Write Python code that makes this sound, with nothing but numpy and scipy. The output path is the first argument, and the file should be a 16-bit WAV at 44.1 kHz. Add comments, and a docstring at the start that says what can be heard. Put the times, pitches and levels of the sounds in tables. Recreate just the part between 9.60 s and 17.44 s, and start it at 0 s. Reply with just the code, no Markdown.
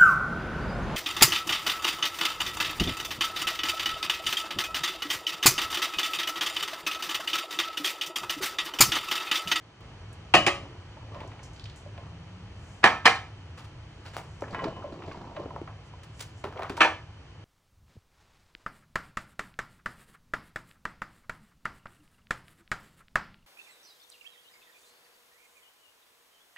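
"""Cooked mince, then sliced mushrooms, tumble into a metal loaf pan: slaps, pitched plops, wet ticks, bumps.
A glass bowl clanks on the pan twice, then knocks twice on the countertop: noise bursts plus dying modes.
A thin plastic tub crinkles, creaks and scuffs in clusters of noise snaps, and is put down hard.
Behind them lie sleeve swishes and a small, live kitchen: shaped noise with a low rumble and a faint hum.
A close microphone pair turns front and surrounding sound into stereo by mid and side."""
import sys
import numpy as np
from scipy import signal
from scipy.fft import rfft, irfft, next_fast_len
from scipy.io import wavfile
from scipy.ndimage import uniform_filter1d

SR = 44100
rng = np.random.default_rng(int(sys.argv[2]) if len(sys.argv) > 2 else 0)


def wrap_up_sound(samples):
    """Save the sound to the file named by the first command line argument, as 16-bit audio."""
    columns = np.atleast_2d(samples).T
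    # keep every value between -1 and 1, then stretch to whole-number steps
    tamed = np.clip(columns, -1, 1)
    steps = np.round(tamed * 32767).astype(np.int16)
    wavfile.write(sys.argv[1], SR, steps)


N = 345826  # length [samples]

# --- all levels are set ahead of the stereo pair; spectrum levels are relative ---
# kitchen noise spectrum: (frequency [Hz], density [dB per Hz])
AIR_SPECTRUM = [(20, -54.5), (36, -10.5), (70, -3), (105, 2.5), (160, -15), (215, -16.5), (300, -17.5),
                (500, -22.5), (1000, -23.5), (2600, -31.5), (3700, -39.5), (7000, -45), (10000, -57.5),
                (13000, -92.5), (16000, -76)]
# a low drone and bands of hiss standing out of it: (frequency [Hz], half width [Hz], boost [dB])
AIR_PEAKS = [(152.4, 3.8, 13), (3070, 102, 6), (4450, 170, 3.5), (6000, 230, 6)]
# kitchen reverberation, time to fall 60 dB: (frequency [Hz], decay [s])
ROOM_T60 = [(100, 0.48), (300, 0.37), (1000, 0.34), (2500, 0.32), (6000, 0.34), (14000, 0.26)]
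# reflections off countertop, cupboards and wall: (delay [s], level [dB])
ECHOES = [(0.0023, -26), (0.0061, -19.5), (0.0108, -20)]
# side against mid for sound from the front: (frequency [Hz], level [dB])
FRONT_SIDE = [(60, -76), (250, -42), (700, -10.5), (1500, -7.5), (2100, -9.5), (2800, 4), (4000, -1.5),
              (4800, 1), (5700, -8), (9000, 10.5), (14000, 11.5)]
# side level of sound from all round: (frequency [Hz], level [dB])
ROUND_SIDE = [(60, -52), (130, -28), (300, -12), (700, -4.5), (1500, -12), (3000, 3), (4600, 4),
              (7000, -7.5), (14000, 15)]
# sleeves brush past as the arms swing: (time of the height [s], half length [s], level [dB])
SWISHES = [(3.11, 0.13, -67), (4.718, 0.36, -72), (6.274, 0.024, -72), (6.6, 0.056, -63), (6.796, .04, -67)]
# the tub creaks under the fingers in a run of dull snaps: (start [s], end [s], level [dB])
CREAKS = [(4.565, 4.605, -42.5)]
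# the tub buckles sharply: (time [s], level [dB], extra treble tilt [dB/octave], length [s])
CRINKLES = [(3.971, -40.5, 0, 0.025), (4.039, -46.5, 0.5, 0.016), (4.448, -39, -1, 0.03),
            (4.531, -37, -1.5, 0.025), (4.565, -40, 3.5, 0.023), (4.567, -27.5, -14, 0.0013),
            (6.432, -46.5, 2.5, 0.0086), (6.592, -42, 3, .012), (6.604, -34.5, 5, 0.012),
            (6.622, -41, 2, 0.0095), (6.84, -26, -5.5, 0.0071), (6.924, -35.5, -6, 0.0034),
            (6.994, -31, -9, 0.0024), (7.007, -34, -7, 0.0022), (7.024, -29.5, -11, 0.0033),
            (7.0324, -30.5, -3.5, 0.0036), (7.0958, -28, -2, 0.0053), (7.167, -35, 1, 0.013),
            (7.169, -39, -1.5, 0.0034)]
# soft, dull bursts of noise just ahead of three countertop knocks: (time [s], level [dB])
SOFT_BURSTS = [(3.23, -23.5), (3.446, -31), (7.197, -33)]
# hard knocks, one table an object:
# (time [s], ring level [dB], clack level [dB], treble tilt [dB/octave], bass shelf [dB])
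PAN_KNOCKS = [(0.7385, -19, -10, 1, 2.5), (0.8648, -28, -14.5, 2, -1.5)]
BOWL_KNOCKS = [(3.2402, -21.5, -4, -1, 7.3), (3.4548, -18, -8, 0.8, 1.2)]
TUB_KNOCKS = [(7.206, -19, -12.5, 0.25, -2)]
# the object rattles again just after a knock: (time [s], level against that knock's clack [dB])
REBOUNDS = [(0.744, -3.5), (0.7507, -2.5), (0.767, -8.5), (0.873, -5), (0.881, -7.5), (3.2507, -11),
            (3.258, -7), (3.273, -12.5), (3.458, -0.5), (3.464, -2.5), (3.475, -4.5), (3.496, -15.5),
            (7.2163, 3), (7.229, -5), (7.239, -10.5), (7.2456, -7.5), (7.256, -15)]
# dense, short-lived part of a knock on the pan: (frequency [Hz], density [dB per Hz])
PAN_CLACK = [(50, -18), (130, -0.5), (250, -4.5), (480, -6), (750, 0), (1500, -7), (2000, -6), (2800, -9.5),
             (4200, -18), (6500, -22), (9500, -33.5), (12000, -68), (16000, -48)]
# the same on the countertop: (frequency [Hz], density [dB per Hz])
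COUNTER_CLACK = [(50, -44), (140, -14), (300, -7), (550, -5), (850, 0), (1700, -1), (2500, -3.5),
                 (3500, -13), (6000, -20.5), (9500, -33), (12000, -77), (16000, -46)]
# modes of the loaf pan struck by the bowl:
# (frequency [Hz], t60 [s], level at the first spot [dB], level at the second spot [dB])
PAN_MODES = [(318, .26, -9, -6), (359, .2, -9, -1), (401, .23, -12, -6), (560, .4, -8, -3),
             (597, .3, -9, -10), (649, .19, -2, -6), (728, .24, -2.5, -9), (775, .23, -9, -15),
             (833, .22, -4, -3), (1096, .36, -7, -14), (1150, .24, -7, -1), (1243, .32, -9, -6),
             (1260, .26, -8, -6), (1645, .18, -7, -8), (1816, .21, -11, -5), (1873, .2, -7, -9),
             (1942, .18, -9, -5), (1996, .2, -7, -9), (2095, .35, -24, -9), (2337, .2, -9, -3),
             (2527, .28, -1, -4), (2610, .16, -10, -8), (2736, .17, -1, -11), (2947, .54, -8, -9),
             (3035, .45, -20, -17), (3214, .16, -12, -8), (3800, .16, -16, -18), (4150, .16, -19, -25),
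             (4398, .3, -25, -24), (4759, .2, -20, -25), (5190, .11, -20, -20), (5261, .11, -22, -21),
             (6393, .42, -29, -26), (7050, .15, -22, -18), (9650, .14, -26, -22)]
# modes of the glass bowl on the countertop:
# (frequency [Hz], t60 [s], level landing on its edge [dB], level dropping flat [dB])
BOWL_MODES = [(227, .21, -13, -20), (355, .22, -9, -18), (468, .21, -10, -9), (641, .26, -9, -13),
              (727, .21, -2, 1), (778, .31, -11, -7), (833, .24, -6, -15), (884, .26, -4, -14),
              (943, .24, -7, -7), (1020, .3, -11, -10), (1080, .24, -5, -6), (1124, .22, -6, -11),
              (1196, .23, -10, -14), (1292, .44, -3, -12), (1412, .26, -9, -16), (1615, .31, -10, -18),
              (1690, .25, -4, -8), (1778, .22, 2, -10), (1817, .17, -9, -2), (1842, .17, -6, -3),
              (2037, .25, -11, -10), (2105, .27, -9, -10), (2273, .25, -11, -8), (2343, .24, -6, -9),
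              (2431, .23, -9, -12), (2977, .35, -20, -18), (3090, .16, -18, -21), (3260, .2, -17, -16),
              (3655, .27, -16, -17), (4152, .16, -26, -9), (4570, .18, -20, -24), (5002, .22, -34, -18),
              (5545, .2, -33, -29), (5911, .17, -24, -22), (7101, .15, -29, -24), (8200, .2, -31, -29),
              (9600, .14, -27, -25)]
# modes of the tub on the countertop: (frequency [Hz], t60 [s], level [dB])
TUB_MODES = [(318, .35, -9), (374, .29, -11), (483, .29, -15), (610, .28, -11), (655, .3, -8),
             (781, .3, -6), (914, .22, -9), (939, .22, -4), (991, .3, -9), (1116, .21, -4), (1174, .26, -7),
             (1250, .24, -7), (1285, .24, 1), (1414, .28, -14), (1540, .24, -3), (1700, .18, -2),
             (1765, .19, 3), (1830, .17, -1), (2060, .2, -9), (2191, .27, -8), (2351, .19, -1),
             (2422, .2, -9), (2541, .22, -8), (2600, .26, -12), (2666, .23, -11), (2889, .18, -17),
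             (2990, .15, -13), (3090, .13, -15), (3300, .12, -18), (3440, .24, -16), (3709, .14, -21),
             (4238, .15, -21), (6000, .12, -25)]
# modes of the pan with food weighing on its floor: (frequency [Hz], t60 [s], level [dB])
LOADED_PAN_MODES = [(560, .25, -5), (592, .23, -2), (958, .25, -9), (1050, .35, 0), (1351, .35, -11),
                    (1658, .25, -7), (1943, .25, -7), (2078, .3, -12), (2420, .2, -10), (2584, .3, -10),
                    (2961, .52, -6), (3030, .35, -13)]
# food strikes bare metal and the pan rings: (time [s], level [dB], frequency that answers most [Hz])
PAN_RINGS = [(1.545, -36.5, 700), (1.602, -46, 1000), (1.717, -54, 2200), (1.792, -54, 890),
             (2.378, -43, 720), (4.948, -35, 1800), (4.991, -32.5, 1230), (5.041, -39.5, 1280),
             (5.128, -50.5, 3000), (5.16, -43, 1050), (5.242, -32, 550), (5.767, -55, 2640),
             (5.773, -33, 570), (5.792, -47, 990)]
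# clearest wet clicks, food peeling off its container or slapping down, and the last two are bright snaps as the
# tub scuffs the countertop: # (time [s], level [dB], centre [Hz], length [s])
SQUELCHES = [(0.527, -56, 8500, .009), (1.675, -54, 6740, .004), (1.83, -53, 6000, 0.037),
             (1.933, -46, 6500, 0.0016), (1.962, -47, 4440, 0.0018), (1.996, -39, 3900, 0.0021),
             (2.04, -40.5, 4330, 0.0027), (2.056, -39, 2970, 0.004), (2.097, -44, 4000, 0.0028),
             (2.16, -41, 7340, 0.001), (4.462, -44, 4800, 0.002), (4.807, -45, 5700, 0.0026),
             (4.909, -43, 4400, .0015), (4.945, -36, 2090, 0.0046), (5, -41, 1950, .003),
             (5.041, -38, 4140, 0.0042), (5.331, -49, 4370, 0.002), (5.428, -49, 2600, 0.0022),
             (5.462, -48, 4000, .002), (5.504, -53, 4000, .0015), (5.52, -49, 4300, 0.0034),
             (5.529, -50, 4300, 0.0027), (5.763, -47, 2820, 0.0073), (6.074, -49, 2470, 0.004),
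             (6.973, -39, 2330, 0.0037), (7.02, -34, 2170, 0.004)]
# spectrum of tumbling food: (frequency [Hz], density [dB per Hz])
TUMBLE_SPECTRUM = [(70, 1), (130, 9.5), (200, 11.5), (400, 4), (600, 5.5), (1100, 0), (1600, -18),
                   (2600, -19.5), (4000, -20), (7000, -27.5), (10000, -51), (16000, -49)]
# a heap of food gives way and slides:
# (time of full flow [s], hold [s], level [dB], fine patter against that level [dB]; the last is not played)
SLIDES = [(1.04, .01, -47, -4), (1.564, 0.097, -45.5, 0), (1.753, .04, -55, -3), (2.414, 0.026, -49, -4),
          (4.973, 0.097, -38, -12), (5.193, 0.15, -44.5, -14), (5.418, 0.33, -46, -9),
          (5.78, 0.018, -41.5, -10), (5.95, .02, -45.5, -15)]
# heaviest mushrooms and lumps of mince landing in the pan or falling back in the tub:
# (time [s], level [dB], centre [Hz], hardness [0 on food, 1 on bare metal], plop time to peak [s])
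THUDS = [(1.37, -44, 914, .45, .004), (1.428, -53, 900, .4, .003), (1.546, -45, 660, 1, 0.008),
         (1.604, -41.5, 877, 1, 0.0089), (1.717, -48.5, 1200, 0.95, 0.0013),
         (1.792, -46, 885, 0.91, 0.0044), (2.262, -44, 595, 0.4, 0.0071), (2.378, -44.5, 686, 0.95, 0.0081),
         (4.822, -28, 540, 0.66, 0.0033), (4.838, -38.5, 1745, 0.11, 0.0027),
         (4.881, -46, 1000, 0.89, .002), (4.935, -41, 980, .7, 0.0044), (4.947, -29.5, 1045, 0.73, 0.0034),
         (4.991, -35, 1052, 0.8, 0.0069), (5.041, -32, 874, 0.88, 0.0034), (5.05, -29, 405, .05, 0.0047),
         (5.057, -30.5, 328, .05, .005), (5.069, -30.5, 646, 0.26, 0.0086), (5.224, -41, 1190, .2, 0.0023),
         (5.241, -34.5, 646, 0.37, 0.003), (5.422, -44, 1090, 0.76, 0.0017), (5.44, -47, 796, 0.6, 0.0035),
         (5.514, -40.5, 1125, 0.82, 0.0047), (5.545, -40, 960, .3, 0.0045),
         (5.643, -45.5, 1000, 0.42, .002), (5.766, -36.5, 625, 0.83, 0.0044), (5.791, -42, 581, .1, 0.011),
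         (5.858, -31.5, 398, 0.67, 0.0022), (5.907, -40, 990, 0.27, 0.003), (5.962, -32, 960, 0.22, 0.0019),
         (6.016, -35, 340, 0.41, 0.003), (6.075, -35.5, 930, 0.63, 0.002), (6.337, -46, 990, 0.089, .003),
         (6.844, -27, 401, 0.69, 0.0063), (7.101, -27, 401, 0.13, 0.0054), (7.177, -32, 938, 0.28, 0.0075),
         (7.25, -18.5, 917, 0.11, 0.0052)]

RUMBLE_DB, RUMBLE_SINK_DB_PER_S = -44, 0.38  # the room noise eases off slowly
RUMBLE_TOP_HZ = 140
HUSH_END_S, HUSH_DB, HUSH_BASS_DB = 0.208, -4, -11  # quieter at first; the bass drops by both amounts
HUM_START_S, HUM_END_S, HUM_RISE_S = 2.44, 3.24, 0.041
HUM_HZ, HUM_CLIMB_HZ_PER_S, HUM_TOP_HZ = 162, 54, 197  # climbs, then levels off
HUM_DB, HUM_FADE_DB_PER_S = -50.5, 14
WRAP_HZ, WRAP_WIDTH_HZ = 4960, 270  # around here the lead of the left port turns into a lag
PORT_HZ, PORT_WIDTH_HZ, PORT_PEAK_DB = 15400, 632, 6  # resonance of both ports
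EDGE_HZ = 16000  # top of the finished band
SWISH_HZ = 6850
SCRAPE_START_S, SCRAPE_END_S, SCRAPE_LOW_HZ, SCRAPE_HIGH_HZ = 6.95, 7.068, 537, 1140
SCRAPE_DB, SCRAPE_FADE_DB, SCRAPE_PEAK = -31.5, 12, 0.44  # loudest at this share of its length
SLIP_DB, SLIP_OCTAVES = 3, 0.35  # spread of the slips either way
SCATTER_DB, SCATTER_OCTAVES = 7, 0.93  # spread of the creak snaps either way
CREAK_HZ, CREAK_TOP_HZ, CREAK_TILT_DB, CREAK_SNAP_S = 1350, 2650, -19, 0.0042  # tilt in dB/octave
TUB_HZ = 956  # centre of the thin wall's snap
SLAP_TOP_HZ, SNAP_TOP_HZ = 2560, 7170  # soft food reaches less high than plastic or wet films
SOFT_BURST_TILT_DB = -10  # treble, dB/octave
RATTLE_S = 0.08  # rebounds this soon after a knock belong to it
LAG_HZ = 899  # below this the body answers late
RING_FOCUS_DB = 13  # other modes are weaker by this much an octave
BUMP_PEAK_DB, BUMPS_PER_S = 15, 115
GATHER_DB_PER_S, SETTLE_DB_PER_S = 102, 102  # slopes of a slide building up and settling
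SOFT_TILT_DB, HARD_TILT_DB = -31, 11.5  # treble of a landing, dB/octave
PLOP_DB = -2  # gain of the plop within a thud


def gain_of(db):
    """Decibels to amplitude."""
    return 10 ** (np.asarray(db) / 20)


def evened(x):
    """Scales to rms 1."""
    return x / np.sqrt(np.mean(x ** 2) + 1e-20)


def read(points, hz):
    """Reads a frequency table on a logarithmic axis."""
    f, value = np.transpose(points)
    return np.interp(np.log(hz + 1), np.log(f + 1), value)


def add(mix, s, sound):
    """Mixes a sound in at s seconds."""
    part = mix[:, round(s * SR):][:, :sound.shape[1]]
    part += sound[:, :part.shape[1]]


def octaves(hz, centre_hz):
    """Distance in octaves above a centre."""
    return np.log2((hz + 1) / centre_hz)


def noise(n, colour):
    """Two unrelated noises, together of rms 1, with the spectrum colour(hz) in dB."""
    hz = np.fft.rfftfreq(n, 1 / SR)
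    phases = np.exp(2j * np.pi * rng.random((2, len(hz))))
    return evened(irfft(phases * gain_of(colour(hz)), n))


def hump(centre_hz, tilt_db, top_hz, slope_db, width):
    """A broad resonance whose treble skirt can be tilted; the very top falls away."""
    def colour(hz):
        above = octaves(hz, centre_hz)
        skirts = -slope_db * np.hypot(above, width)
        return skirts + tilt_db * np.maximum(above, 0) - 15 * np.maximum(octaves(hz, top_hz), 0)
    return colour


def burst(colour, length, room_db, rise=0.00077):
    """A blow decays exponentially at the pace of its length; the kitchen rings on, band by band."""
    n = SR // 2
    t = np.arange(n) / SR
    near = noise(n, colour) * np.exp(-t / max(length, .001))
    hz, at, bands = signal.stft(noise(n, colour), SR, nperseg=256)
    fading = bands * gain_of(-60 * at / read(ROOM_T60, hz)[:, None])
    tail = signal.istft(fading, SR, nperseg=256)[1][:, :n]
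    tail = tail * (1 - np.exp(-t / 0.0033))  # the room answers gradually
    return (near + gain_of(room_db) * tail) * (1 - np.exp(-t / rise))


def ring(mode_hz, t60, mode_db):
    """One second of sine modes, each dying at its own rate."""
    t = np.arange(SR) / SR
    turns = mode_hz * t + rng.random((2, len(mode_hz), 1))
    modes = gain_of(mode_db - 60 * t / t60) * np.sin(2 * np.pi * turns)
    return modes.sum(1) * (1 - np.exp(-t / 0.00062))


def patter(grain, per_s):
    """Repeats a grain at random moments and in uneven sizes."""
    sizes = gain_of(2.5 * np.minimum(rng.exponential(1, N), 3))
    strikes = sizes * (rng.random(N) < per_s / SR)
    return signal.oaconvolve(strikes[None], grain, axes=1)[:, :N]


def echoed(x):
    """Nearby surfaces lay a fixed ripple on the spectrum."""
    out = x.copy()
    for delay, db in ECHOES:
        add(out, delay, gain_of(db) * x)
    return out


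def dispersed(x, lag):
    """Slow bending waves bring the bass out a little after the treble."""
    n = next_fast_len(N + SR // 10)
    delay = lag / (1 + (np.fft.rfftfreq(n, 1 / SR) / LAG_HZ) ** 4)
    phase = 2 * np.pi * np.cumsum(delay) * SR / n  # group delay summed over frequency
    return irfft(rfft(x, n) * np.exp(-1j * phase), n)[:, :N]


def ports(pair, front_db, round_db):
    """The left port leads for frontal sound until the phase wraps; surrounding sound widens the pair."""
    n = next_fast_len(N + SR // 10)
    hz = np.fft.rfftfreq(n, 1 / SR)
    mid, other = rfft(pair, n)
    lead = 1j * np.exp(1j * np.pi * (1 + np.tanh((hz - WRAP_HZ) / WRAP_WIDTH_HZ)) / 2)
    front_side = lead * mid * gain_of(read(FRONT_SIDE, hz) + front_db)
    side = front_side + other * gain_of(read(ROUND_SIDE, hz) + round_db)
    resonance = gain_of(PORT_PEAK_DB / (1 + ((hz - PORT_HZ) / PORT_WIDTH_HZ) ** 2))
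    return irfft(resonance * np.array([mid + side, mid - side]), n)[:, :N]


def hum():
    """A faint sine climbs in pitch, levels off and fades."""
    t = np.arange(N) / SR
    age = np.maximum(t - HUM_START_S, 0)
    sounding = np.clip(np.minimum(age, HUM_END_S - t) / HUM_RISE_S, 0, 1)
    pitch_hz = np.minimum(HUM_HZ + HUM_CLIMB_HZ_PER_S * age, HUM_TOP_HZ)
    tone = np.sqrt(2) * np.sin(2 * np.pi * np.cumsum(pitch_hz) / SR)  # rms 1
    return sounding * gain_of(HUM_DB - HUM_FADE_DB_PER_S * age) * tone


def air():
    """Low rumble and hiss of the kitchen as shaped noise, with the hum on top."""
    def colour(hz):
        peaks = sum(db / (1 + ((hz - peak_hz) / width) ** 2) for peak_hz, width, db in AIR_PEAKS)
        return read(AIR_SPECTRUM, hz) + peaks
    t = np.arange(N) / SR
    hushed = t < HUSH_END_S
    level_db = RUMBLE_DB - RUMBLE_SINK_DB_PER_S * t + HUSH_DB * hushed
    out = noise(next_fast_len(N), colour)[:, :N] * gain_of(level_db)
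    low_pass = signal.butter(2, RUMBLE_TOP_HZ, fs=SR, output="sos")
    bass = signal.sosfiltfilt(low_pass, out)
    return out - bass + bass * gain_of(HUSH_BASS_DB * hushed) + hum()


def swishes():
    """Cloth gives a soft hiss that swells and fades with each swing of an arm."""
    t = np.arange(N) / SR
    swing = sum(gain_of(db) * np.exp(-((t - s) / half) ** 2) for s, half, db in SWISHES)
    cloth = hump(SWISH_HZ, 0, SNAP_TOP_HZ, slope_db=23, width=0.21)
    return swing * noise(next_fast_len(N), cloth)[:, :N]


def scrape(count=20):
    """The tub scuffs in quick, uneven slips that climb in pitch, swell and fade."""
    out = np.zeros((2, N))
    for k, (when, size, pitch) in enumerate(rng.random((count, 3))):
        along = (k + when) / count
        path_hz = SCRAPE_LOW_HZ * (SCRAPE_HIGH_HZ / SCRAPE_LOW_HZ) ** along
        hz = path_hz * 2 ** (SLIP_OCTAVES * (2 * pitch - 1))
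        db = SCRAPE_DB - SCRAPE_FADE_DB * abs(along - SCRAPE_PEAK) + SLIP_DB * (2 * size - 1)
        colour = hump(hz, 0, CREAK_TOP_HZ, slope_db=17, width=0.23)
        slip = burst(colour, length=0.0032, room_db=-16.5, rise=0.0003)
        add(out, SCRAPE_START_S + along * (SCRAPE_END_S - SCRAPE_START_S), gain_of(db) * slip)
    return out


def scatter(start, end, db, hz, count):
    """Small events spread unevenly over a stretch of time: rows of (time [s], level [dB], centre [Hz])."""
    when, size, pitch = rng.random((count, 3)).T
    s = start + (end - start) * (np.arange(count) + when) / count
    levels = db + SCATTER_DB * (2 * size - 1)
    return np.transpose([s, levels, hz * 2 ** (SCATTER_OCTAVES * (2 * pitch - 1))])


def creaks():
    """Dull snaps: (time [s], level [dB], centre [Hz], tilt [dB/octave], top [Hz], length [s])."""
    return [(s, db, hz, CREAK_TILT_DB, CREAK_TOP_HZ, CREAK_SNAP_S)
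            for start, end, creak_db in CREAKS
            for s, db, hz in scatter(start, end, creak_db, CREAK_HZ, count=6)]


def crinkles():
    """Thin plastic buckles in clusters of tiny snaps; the longer ones build up more gently."""
    out = np.zeros((2, N))
    buckles = [(s, db, TUB_HZ, tilt_db, SNAP_TOP_HZ, length) for s, db, tilt_db, length in CRINKLES]
    for s, db, hz, tilt_db, top_hz, length in buckles + creaks():
        colour = hump(hz, tilt_db, top_hz, slope_db=6.5, width=0.27)
        snap = burst(colour, length, room_db=-14.5, rise=0.0056 * (length / 0.016) ** 2)
        clumps = evened(uniform_filter1d(rng.standard_normal(snap.shape[1]), size=90))
        add(out, s, gain_of(db) * snap * evened(gain_of(2 * clumps)))
    return out


def soft_bursts():
    """A soft, dull noise burst swells quickly just before a knock."""
    def colour(hz):
        return read(COUNTER_CLACK, hz) + SOFT_BURST_TILT_DB * np.maximum(octaves(hz, CREAK_TOP_HZ), 0)
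    out = np.zeros((2, N))
    for s, db in SOFT_BURSTS:
        add(out, s, gain_of(db) * burst(colour, length=0.031, room_db=-15.0, rise=0.0024))
    return out


def clack_colour(clack, mode_hz, spot_db, tilt_db, bass_db):
    """While the surfaces touch, the clack gathers round the modes, most round those that stand out."""
    standing = spot_db - read(clack, mode_hz)
    height_db = np.clip(11.5 + 0.6 * (standing - np.median(standing)), 4, 18)

    def colour(hz):
        near_mode_db = (height_db / (1 + ((hz - mode_hz) / (0.0075 * mode_hz)) ** 2)).max(0)
        peaks_db = (near_mode_db - 3) / (1 + (hz / 8000) ** 2)
        treble_db = tilt_db * np.maximum(octaves(hz, 1470), 0)
        return read(clack, hz) + peaks_db + treble_db + bass_db / (1 + (hz / 300) ** 2)
    return colour


def knocks(rows, modes, clack, length, room_db, lag):
    """Each knock is a clack, its rebounds and the object's modes, weighted by the spot that is struck."""
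    out = np.zeros((2, N))
    mode_hz, t60, *spots = np.transpose(modes)[:, :, None]
    for (s, ring_db, clack_db, tilt_db, bass_db), spot_db in zip(rows, spots):
        colour = clack_colour(clack, mode_hz, spot_db, tilt_db, bass_db)
        add(out, s, gain_of(ring_db) * ring(mode_hz, t60, spot_db))
        rebounds = [(at, db) for at, db in REBOUNDS if s < at < s + RATTLE_S]
        for at, db in [(s, 0)] + rebounds:
            add(out, at, gain_of(clack_db + db) * burst(colour, length, room_db, rise=0.00029))
    return dispersed(out, lag)


def pan_rings():
    """Bare metal rings on under a falling piece; where it is hit decides which modes answer most."""
    out = np.zeros((2, N))
    mode_hz, t60, mode_db = np.transpose(LOADED_PAN_MODES)[:, :, None]
    for s, db, hz in PAN_RINGS:
        focused_db = mode_db - RING_FOCUS_DB * abs(octaves(mode_hz, hz))
        add(out, s, gain_of(db) * ring(mode_hz, t60, focused_db))
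    return out


def squelches():
    """Wet films, and the scuffing tub, snap with a bright tick."""
    out = np.zeros((2, N))
    for s, db, hz, length in SQUELCHES:
        colour = hump(hz, 0, SNAP_TOP_HZ, slope_db=19.5, width=0.051)
        add(out, s, gain_of(db) * burst(colour, length, room_db=-17.5, rise=0.001))
    return out


def flow(slides):
    """How much food is moving: each slide gathers, holds and settles; the strongest counts."""
    t = np.arange(N) / SR
    levels = []
    for s, hold, db, *_ in slides:
        gathering = GATHER_DB_PER_S * np.maximum(s - t, 0)
        settling = SETTLE_DB_PER_S * np.maximum(t - s - hold, 0)
        levels.append(db - gathering - settling)
    return gain_of(np.max(levels, 0))


def tumble(count=16):
    """Pieces rub and topple: many small bumps over a range of resonances."""
    out = np.zeros((2, N))
    for bump_hz in np.geomspace(300, 2400, count):
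        def colour(hz):
            peak = BUMP_PEAK_DB * np.exp(-(octaves(hz, bump_hz) / 0.31) ** 2)
            return read(TUMBLE_SPECTRUM, hz) + peak
        bump = burst(colour, length=0.0042, room_db=-14.5, rise=0.001)
        out += patter(bump, BUMPS_PER_S / count)
    return evened(out) * flow(SLIDES)


def thuds():
    """Pieces land with a noise slap, brighter on bare metal, and a pitched plop."""
    out, t = np.zeros((2, N)), np.arange(SR // 2) / SR
    for s, db, hz, hardness, plop_s in THUDS:
        tilt_db = SOFT_TILT_DB + (HARD_TILT_DB - SOFT_TILT_DB) * hardness
        swell = (t / plop_s) * np.exp(1 - t / plop_s)  # peaks at plop_s
        plop = np.sin(2 * np.pi * (hz * t + rng.random((2, 1)))) * swell
        colour = hump(hz, tilt_db, SLAP_TOP_HZ, slope_db=14.5, width=0.85)
        slap = burst(colour, length=0.0053, room_db=-12, rise=0.00012)
        add(out, s, gain_of(db) * (slap + gain_of(PLOP_DB) * plop))
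    return out


def scene():
    """Kitchen, tub, knocks and food; the countertop knocks come from slightly to the right."""
    room = ports(echoed(air()), front_db=-10, round_db=0.0)
    tub = knocks(TUB_KNOCKS, TUB_MODES, COUNTER_CLACK, length=0.0073, room_db=-13, lag=0.00198)
    bowl = knocks(BOWL_KNOCKS, BOWL_MODES, COUNTER_CLACK, length=0.0073, room_db=-13.0, lag=0.0015)
    counter = ports(bowl + tub + soft_bursts(), front_db=-4, round_db=-6.0)
    counter = counter * gain_of([[-.5], [.5]])
    pan = knocks(PAN_KNOCKS, PAN_MODES, PAN_CLACK, length=0.0088, room_db=-12.5, lag=0.00434)
    handling = swishes() + scrape() + crinkles()
    food = pan_rings() + squelches() + echoed(tumble()) + thuds()
    return (room + counter + ports(pan, front_db=-3.5, round_db=-6.5)
            + ports(handling + food, front_db=-5.0, round_db=-7.5))


def record(dry):
    """The loudest peaks are rounded off; then a low-pass limits the band."""
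    rounded = dry / (1 + dry ** 4) ** (1 / 4)
    low_pass = signal.firwin(511, EDGE_HZ, window=("kaiser", 9), fs=SR)
    return signal.oaconvolve(rounded, low_pass[None], "same")


dry = scene()
out = record(dry)
wrap_up_sound(out)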